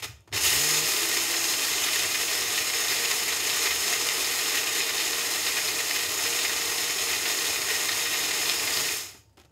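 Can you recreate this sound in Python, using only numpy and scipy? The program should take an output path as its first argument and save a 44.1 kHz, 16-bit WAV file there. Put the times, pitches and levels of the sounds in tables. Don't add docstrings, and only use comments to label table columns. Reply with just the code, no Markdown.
import sys
import numpy as np
from scipy import signal
from scipy.fft import rfft, irfft, next_fast_len
from scipy.io import wavfile

SR = 44100
rng = np.random.default_rng(int(sys.argv[2]) if len(sys.argv) > 2 else 0)


def undo_db(level):
    steps = np.asarray(level, float) / 20
    return 10 ** steps


def waveform_to_disk(signal):
    frames = np.transpose(np.atleast_2d(signal))
    scaled = np.clip(frames, -1, 1) * 32767
    samples = np.round(scaled).astype(np.int16)
    wavfile.write(sys.argv[1], SR, samples)


N = 419390

# (time [s], level [dB], fineness [dB])
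SETTLE = [(0, -41.5, -3), (.021, -53, -2), (.024, -32, -5), (.044, -29.5, -3), (.07, -42.5, -3),
          (.12, -50, -6), (.27, -85, -6)]
# (time [s], level [dB], fineness [dB])
GRIND = [(.323, -64, 0), (.327, -30.5, -9), (.34, -28.5, -2), (.378, -28, 1), (.40, -28.5, 1),
         (.44, -26.5, 7.5), (.47, -22, 3), (.52, -22.5, 1.5), (.56, -25, 3), (.9, -26, 2), (1.3, -28, 2),
         (2.4, -28, 1), (8.8, -28.5, 0.47), (8.97, -33, 4), (9.03, -38, 2.5), (9.1, -44, 0), (9.2, -60, 1),
         (9.3, -87, .1)]
STEADY_GRIND_DB = -28.5
# (offset [dB], share of fineness [dB/dB], share of level above the steady grind [dB/dB])
BRIGHT_RULE = (.1, 0.98, -.1)
TREBLE_RULE = (-3, 0.96, .2)
THUD_RULE = (1.04, -.1, -0.56)
SPLITS_HZ = [1500, 4500, 8000]
# (frequency [Hz], level [dB per Hz])
CUP_COLOUR = [(80, -50), (200, -45), (290, -9), (480, -14), (530, -21.5), (1000, -8.5), (1650, -9.5),
              (1900, -5.5), (4500, -5), (5850, -8.5), (7400, -5), (9800, -7), (10500, -13), (11200, -6),
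              (12600, -9.5), (16000, -15)]
CUP_MODES_HZ = [310, 380, 430, 470, 635, 717, 841, 1050, 1220, 1880, 2070, 2465, 2690, 3010, 3466, 3655,
                4060, 4980, 5160, 5265, 5350, 6150, 6400, 6620, 6860, 7100, 7690]
# (width [Hz], level [dB])
CUP_MODE_SHAPES = [(47.6, -12), (40, -8), (40, -4), (25, -7.5), (40.2, -8), (30, -6), (34, -6.5),
                   (60, -12.5), (66, -6.5), (70, 0.5), (70, -0.5), (60, -0.5), (70, -2.5), (90.5, -5.5),
                   (50, -25.5), (45, -1.5), (70, -4), (90, -7.5), (110, -2), (85, -1), (100, -11),
                   (65, -2.5), (80, -3), (64, -2), (89.3, 0.5), (100, -13.5), (86, -22)]
# (time [s], peak [dB], pitch [Hz], t60 [s])
BIG_CLUMPS = [(1.1663, -14, 2010, .08), (1.533, -17, 2950, 0.12), (1.644, -16.5, 4200, .11),
              (1.882, -14.5, 1890, 0.1), (2.1424, -13.5, 2060, .09), (2.919, -17.5, 1870, .09),
              (2.986, -17, 2470, .09), (3.0454, -14, 2580, .09), (3.1116, -14, 2040, 0.074),
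              (3.3227, -17, 2050, .09), (3.4973, -17, 2650, .09), (3.657, -14, 1860, 0.11),
              (3.705, -14, 1850, .09), (4.0855, -16, 2590, .09), (4.5714, -12.5, 3000, 0.069),
              (4.7635, -15.5, 1910, .07), (4.8158, -18, 3460, .11), (4.8887, -18, 1880, .09),
              (4.9944, -17, 2670, .11), (5.4634, -16.5, 2060, 0.18), (5.5676, -10.5, 2450, 0.047),
              (5.9548, -16, 1920, .09), (6.2496, -16.5, 2620, 0.14), (6.4466, -14, 2050, .09),
              (7.128, -13, 2060, .07), (7.2528, -14, 1850, .11), (7.2987, -19, 2580, .09),
              (7.7013, -17, 1910, 0.098), (7.8859, -15, 1850, .09), (8.4905, -12, 3500, .09)]
SMALL_CLUMP_HZ = [1880, 1880, 2070, 2465, 2690, 3010, 3655, 4060]
# (frequency [Hz], level [dB])
CLUMP_COLOUR = [(300, -0.5), (1000, 1.5), (1800, 2), (3000, 0), (5000, 3.5), (9000, -13.5), (15000, -0.5)]
# (time [s], level [dB], pitch [Hz], t60 [s])
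SING = [(.36, -38, 2680, 0.35), (.44, -36, 2900, .4), (.68, -39, 6600, .25), (.765, -37, 6600, .3),
        (8.0, -46, 3670, .8), (8.11, -39, 2650, .2), (8.2, -43, 3680, .7), (8.55, -41, 5100, 0.76),
        (8.72, -42, 4900, 0.76)]
# (time [s], peak [dB], pitch [Hz], thud [dB], t60 [s])
TOUCHES = [(.2054, -50, 9500, -76.5, 0.032), (0.2746, -45, 1850, -51, .04), (.289, -55, 2900, -56, 0.022),
           (.3155, -46, 3500, -51, .04), (9.03, -56, 2500, -50, 0.045), (9.145, -57, 2000, -54, 0.069),
           (9.2933, -58, 5000, -70.5, .03), (9.3294, -61, 9000, -72, 0.049), (9.371, -42, 3200, -52, 0.026),
           (9.378, -50, 990, -54, .03), (9.3874, -47, 3450, -61, .05), (9.398, -45, 1870, -65, 0.056),
           (9.4124, -51, 5000, -60, .04), (9.4344, -54, 4000, -65, 0.037), (9.4474, -50, 4480, -61, 0.055),
           (9.4944, -67, 6000, -72, .03)]
# (time [s], speed [turns/s])
ROTOR_SPEED = [(.5, 124), (.56, 136), (.6, 142), (.66, 150), (.72, 155), (.84, 157), (.89, 160), (1.0, 167),
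               (1.4, 169), (1.7, 164), (2.1, 159), (2.6, 157), (8.8, 156), (8.92, 153), (9.0, 135)]
# (time [s], level [dB])
BASE_SHAKE = [(.47, 7), (.6, 19), (.84, 17), (.89, -8), (7.6, -7.5), (8.5, 5.5), (8.65, -5), (8.8, 12),
              (9.0, -12)]
# (level on resonance [dB], resonance [Hz], width [Hz], gain at 0 dB shake [dB], flicker [dB])
ROTOR_ORDERS = [
    (-64, 158, 90, -64.5, 0),
    (-47, 341.5, 14.8, -66, 2.5),
    (-53, 470, 13, -64.5, 4),
]
# (frequency [Hz], width [Hz])
COUNTER_MODES = [(70, 17), (100, 22.5)]
# (time [s], lower mode [dB], upper mode [dB], spread [s])
JOLTS = [
    (.08, -53, -51, 0.069),
    (.36, -52, -40.5, 0.038),
    (.48, -40, -49, 0.054),
    (.57, -52, -48, .04),
    (.88, -55, -59, .05),
]
# (frequency [Hz], level [dB per Hz])
AIR_COLOUR = [(100, -15), (300, -7), (500, -8), (905, -17), (1300, -24.5), (3000, -27), (7000, -31),
              (16000, -37)]
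# (frequency [Hz], t60 [s])
KITCHEN_T60 = [(100, 0.2), (1000, 0.32), (5000, 0.32), (15000, 0.18)]
# (time [s], low edge [Hz], high edge [Hz], level [dB])
NOISE_PUFFS = [(.749, 5700, 7200, -35), (1.84, 4700, 7200, -33), (2.676, 4200, 5300, -40),
               (2.676, 13800, 15400, -46), (2.906, 4700, 6500, -36), (2.906, 9000, 10600, -44),
               (3.437, 7000, 8400, -39), (3.437, 13800, 15400, -44), (3.815, 12400, 14000, -49),
               (4.789, 5700, 7200, -40), (4.93, 9000, 10600, -46), (6.67, 14600, 15700, -52),
               (7.761, 5200, 6500, -43), (8.063, 9700, 14000, -41), (8.526, 6300, 7800, -39)]


def rms_one(x):
    return x / np.sqrt(np.mean(x ** 2) + 1e-20)


def in_time(spans, silent):
    s, *columns = np.transpose(np.vstack(spans))
    t = np.arange(N) / SR
    return [np.interp(t, s, column, left=quiet, right=quiet) for column, quiet in zip(columns, silent)]


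def at_hz(points, hz):
    point_hz, value = np.array(points).T
    return np.interp(np.log(hz + 1), np.log(point_hz), value)


def drift(rate_hz):
    r = np.exp(-80 * np.pi * rate_hz / SR)
    white = rng.standard_normal(N // 40 + 2002)
    slow = signal.lfilter([1], [1, -2 * r, r * r], white)[2000:]
    return np.interp(np.arange(N) / 40, np.arange(len(slow)), rms_one(slow))


def body(spectrum, modes, modes_db, size=16384):
    hz = np.fft.rfftfreq(size, 1 / SR)
    power = undo_db(at_hz(spectrum, hz)) ** 2
    for centre_hz, width_hz, db in modes:
        power = power + undo_db(db + modes_db) ** 2 / (1 + (2 * (hz - centre_hz) / width_hz) ** 2)
    cepstrum = irfft(np.log(power) / 2)
    cepstrum[1:size // 2] *= 2
    cepstrum[size // 2 + 1:] = 0
    response = irfft(np.exp(rfft(cepstrum)))[:size // 2]
    return response / np.sqrt(np.sum(response ** 2))


def through(x, response):
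    return signal.fftconvolve(x, response)[:N]


def cut(x, hz, kind):
    return signal.sosfilt(signal.butter(4, hz, kind, fs=SR, output="sos"), x)


def ring(x, hz, width_hz):
    r = np.exp(-np.pi * width_hz / SR)
    gain = (1 - r * r) / 2
    return signal.lfilter([gain, 0, -gain], [1, -2 * r * np.cos(2 * np.pi * hz / SR), r * r], x)


def chips(per_s, spread_db):
    sizes = undo_db(spread_db * np.minimum(rng.exponential(1, N), 5)) * rng.choice([-1, 1], N)
    return rms_one(sizes * (rng.random(N) < per_s / SR))


def swell(t60_s, rise_s, at):
    t = np.arange(min(N - at, round(t60_s * SR))) / SR
    return undo_db(-60 * t / t60_s) * (1 - np.exp(-t / rise_s))


def clatter(s, db, hz, t60_s, per_s, width_hz, tone_db):
    out, cracks = np.zeros(N), chips(per_s, 3.9)
    for at, level_db, centre_hz, decay_s in zip((s * SR).astype(int), db, hz, t60_s):
        shape = swell(decay_s, 0.0012, at)
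        end = at + len(shape)
        energy = np.sqrt(np.mean(shape ** 2))
        burst = undo_db(level_db) * rms_one(cracks[at:end] * shape) * energy
        out[at:end] += burst + undo_db(tone_db) * ring(burst, centre_hz, width_hz)
    return out


def hail(cup):
    level_db, fine_db = in_time([SETTLE, GRIND], silent=(-120, 0))
    surge_db = np.maximum(level_db - STEADY_GRIND_DB, 0)
    bright_db, treble_db, thud_db = [offset_db + fine_share * fine_db + surge_share * surge_db
                                     for offset_db, fine_share, surge_share
                                     in (BRIGHT_RULE, TREBLE_RULE, THUD_RULE)]
    gusts = undo_db(0.4 * drift(8.5) + 0.93 * drift(37))
    sound = through(chips(16000, 2.13) * gusts, cup)
    size = next_fast_len(N)
    hz, spectrum = np.fft.rfftfreq(size, 1 / SR), rfft(sound, size)
    below = [irfft(spectrum / (1 + (hz / edge_hz) ** 6), size)[:N] for edge_hz in SPLITS_HZ]
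    parts = np.diff([0 * sound, *below, sound], axis=0)
    thud, middle, bright, treble = [part * undo_db(.5 * drift(4.0)) for part in parts]
    mix = middle + undo_db(bright_db) * bright + undo_db(treble_db) * treble + undo_db(thud_db) * thud
    return undo_db(level_db + .5) * mix


def small_clumps():
    count, start_s, gap_s = 170, .4, .05
    when, size, which = rng.random((count, 3)).T
    s = start_s + gap_s * (np.arange(count) + when)
    peak_db = -17 - 8 * size
    hz = np.take(SMALL_CLUMP_HZ, (which * len(SMALL_CLUMP_HZ)).astype(int))
    return s, peak_db, hz, np.full(count, 0.089)


def crunch(cup):
    s, db, hz, t60_s = np.transpose(BIG_CLUMPS)
    big = clatter(s, db - 12.5, hz, t60_s, per_s=5000, width_hz=1200, tone_db=4.0)
    s, db, hz, t60_s = small_clumps()
    small = clatter(s, db - 12.5, hz, t60_s, per_s=4000, width_hz=1040, tone_db=7.0)
    return through(through(big + small, cup), body(CLUMP_COLOUR, [], 0))


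def sing():
    s, db, hz, t60_s = np.transpose(SING)
    return clatter(s, db, hz, t60_s, per_s=9000, width_hz=300, tone_db=23.5)


def touches(cup):
    s, db, hz, thud_db, t60_s = np.transpose(TOUCHES)
    rattle = clatter(s, db - 11, hz, t60_s, per_s=7000, width_hz=2500, tone_db=6)
    envelope = np.zeros(N)
    for start_s, level, decay_s in zip(s, undo_db(thud_db + 6.5), 1.56 * t60_s):
        at = round(start_s * SR)
        shape = swell(decay_s, 0.0017, at)
        envelope[at:at + len(shape)] += level * shape
    knock = envelope * rng.standard_normal(N)
    hollow = undo_db(17) * ring(knock, 320, 140) + undo_db(7.5) * ring(knock, 720, 350)
    hollow = hollow + undo_db(1.0) * ring(knock, 1200, 200)
    return through(rattle, cup) + hollow


def rotor():
    turns_per_s, = in_time([ROTOR_SPEED], silent=(120,))
    shake_db, = in_time([BASE_SHAKE], silent=(-120,))
    phase = 2 * np.pi * np.cumsum(turns_per_s * (1 + .006 * drift(8))) / SR
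    running = shake_db > -100
    out = 0
    for k, (db, hz, width_hz, loose_db, flicker_db) in enumerate(ROTOR_ORDERS, 1):
        resonance = 1 / (1 + ((k * turns_per_s - hz) / width_hz) ** 2)
        held = undo_db(db + flicker_db * drift(16)) * resonance * running
        out = out + np.sqrt(2) * (held + undo_db(loose_db + shake_db)) * np.sin(k * phase)
    return out


def rumble():
    t = np.arange(N) / SR
    out = 0
    for k, (steady_db, (hz, width_hz)) in enumerate(zip((-62, -61), COUNTER_MODES)):
        level = undo_db(steady_db + 2.5 * drift(3.4))
        for jolt in JOLTS:
            level = level + undo_db(jolt[k + 1]) * np.exp(-((t - jolt[0]) / jolt[3]) ** 2)
        mode = ring(ring(rng.standard_normal(N), hz, 3.1 * width_hz), hz, width_hz)
        out = out + level * rms_one(mode)
    return out


def kitchen(x):
    t = np.arange(SR // 2) / SR
    tail, white = 0, rng.standard_normal(len(t))
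    for low_hz in 62.5 * 2. ** np.arange(8):
        octave = signal.butter(2, [low_hz, 2 * low_hz], "band", fs=SR, output="sos")
        tail = tail + signal.sosfilt(octave, white) * undo_db(-60 * t / at_hz(KITCHEN_T60, 1.4 * low_hz))
    tail = tail * np.clip((t - .004) / 0.0036, 0, 1)
    return through(x, tail / np.sqrt(np.sum(tail ** 2)))


def fridge():
    return undo_db(-80) * rms_one(ring(ring(rng.standard_normal(N), 905, 8), 905, 8))


def air():
    return undo_db(-69) * through(rng.standard_normal(N), body(AIR_COLOUR, [], 0))


def noise_puffs():
    out, size = np.zeros(N), 2048
    hz = np.fft.rfftfreq(size, 1 / SR)
    for s, low_hz, high_hz, db in NOISE_PUFFS:
        spectrum = rfft(rng.standard_normal(size))
        band = rms_one(irfft(spectrum * (hz > low_hz) * (hz < high_hz)))
        at = round(s * SR) - size // 2
        out[at:at + size] += undo_db(db) * band * np.hanning(size) ** 2
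    return out * [[1], [-1]]


def camera_tick():
    tick = np.zeros(N)
    tick[((np.arange(570) / 60 + .0115) * SR).astype(int)] = undo_db(-57)
    return cut(tick, 4000, "high")


def scene():
    modes = [(hz, *shape) for hz, shape in zip(CUP_MODES_HZ, CUP_MODE_SHAPES)]
    cup = body(CUP_COLOUR, modes, modes_db=1.5)
    grinder = hail(cup) + crunch(cup) + sing() + touches(cup)
    mono = grinder + undo_db(-10) * kitchen(grinder) + rotor() + rumble() + fridge() + air()
    return np.array([mono, mono])


def band_limit(x):
    return signal.sosfilt(signal.butter(12, 16150, fs=SR, output="sos"), x)


def record(dry):
    x = cut(dry, 52, "high") + camera_tick() + noise_puffs()
    top_cut = signal.ellip(12, .5, 70, 15720, fs=SR, output="sos")
    mix = signal.sosfilt(top_cut, x)
    return band_limit(mix)


dry = scene()
out = record(dry)
waveform_to_disk(out)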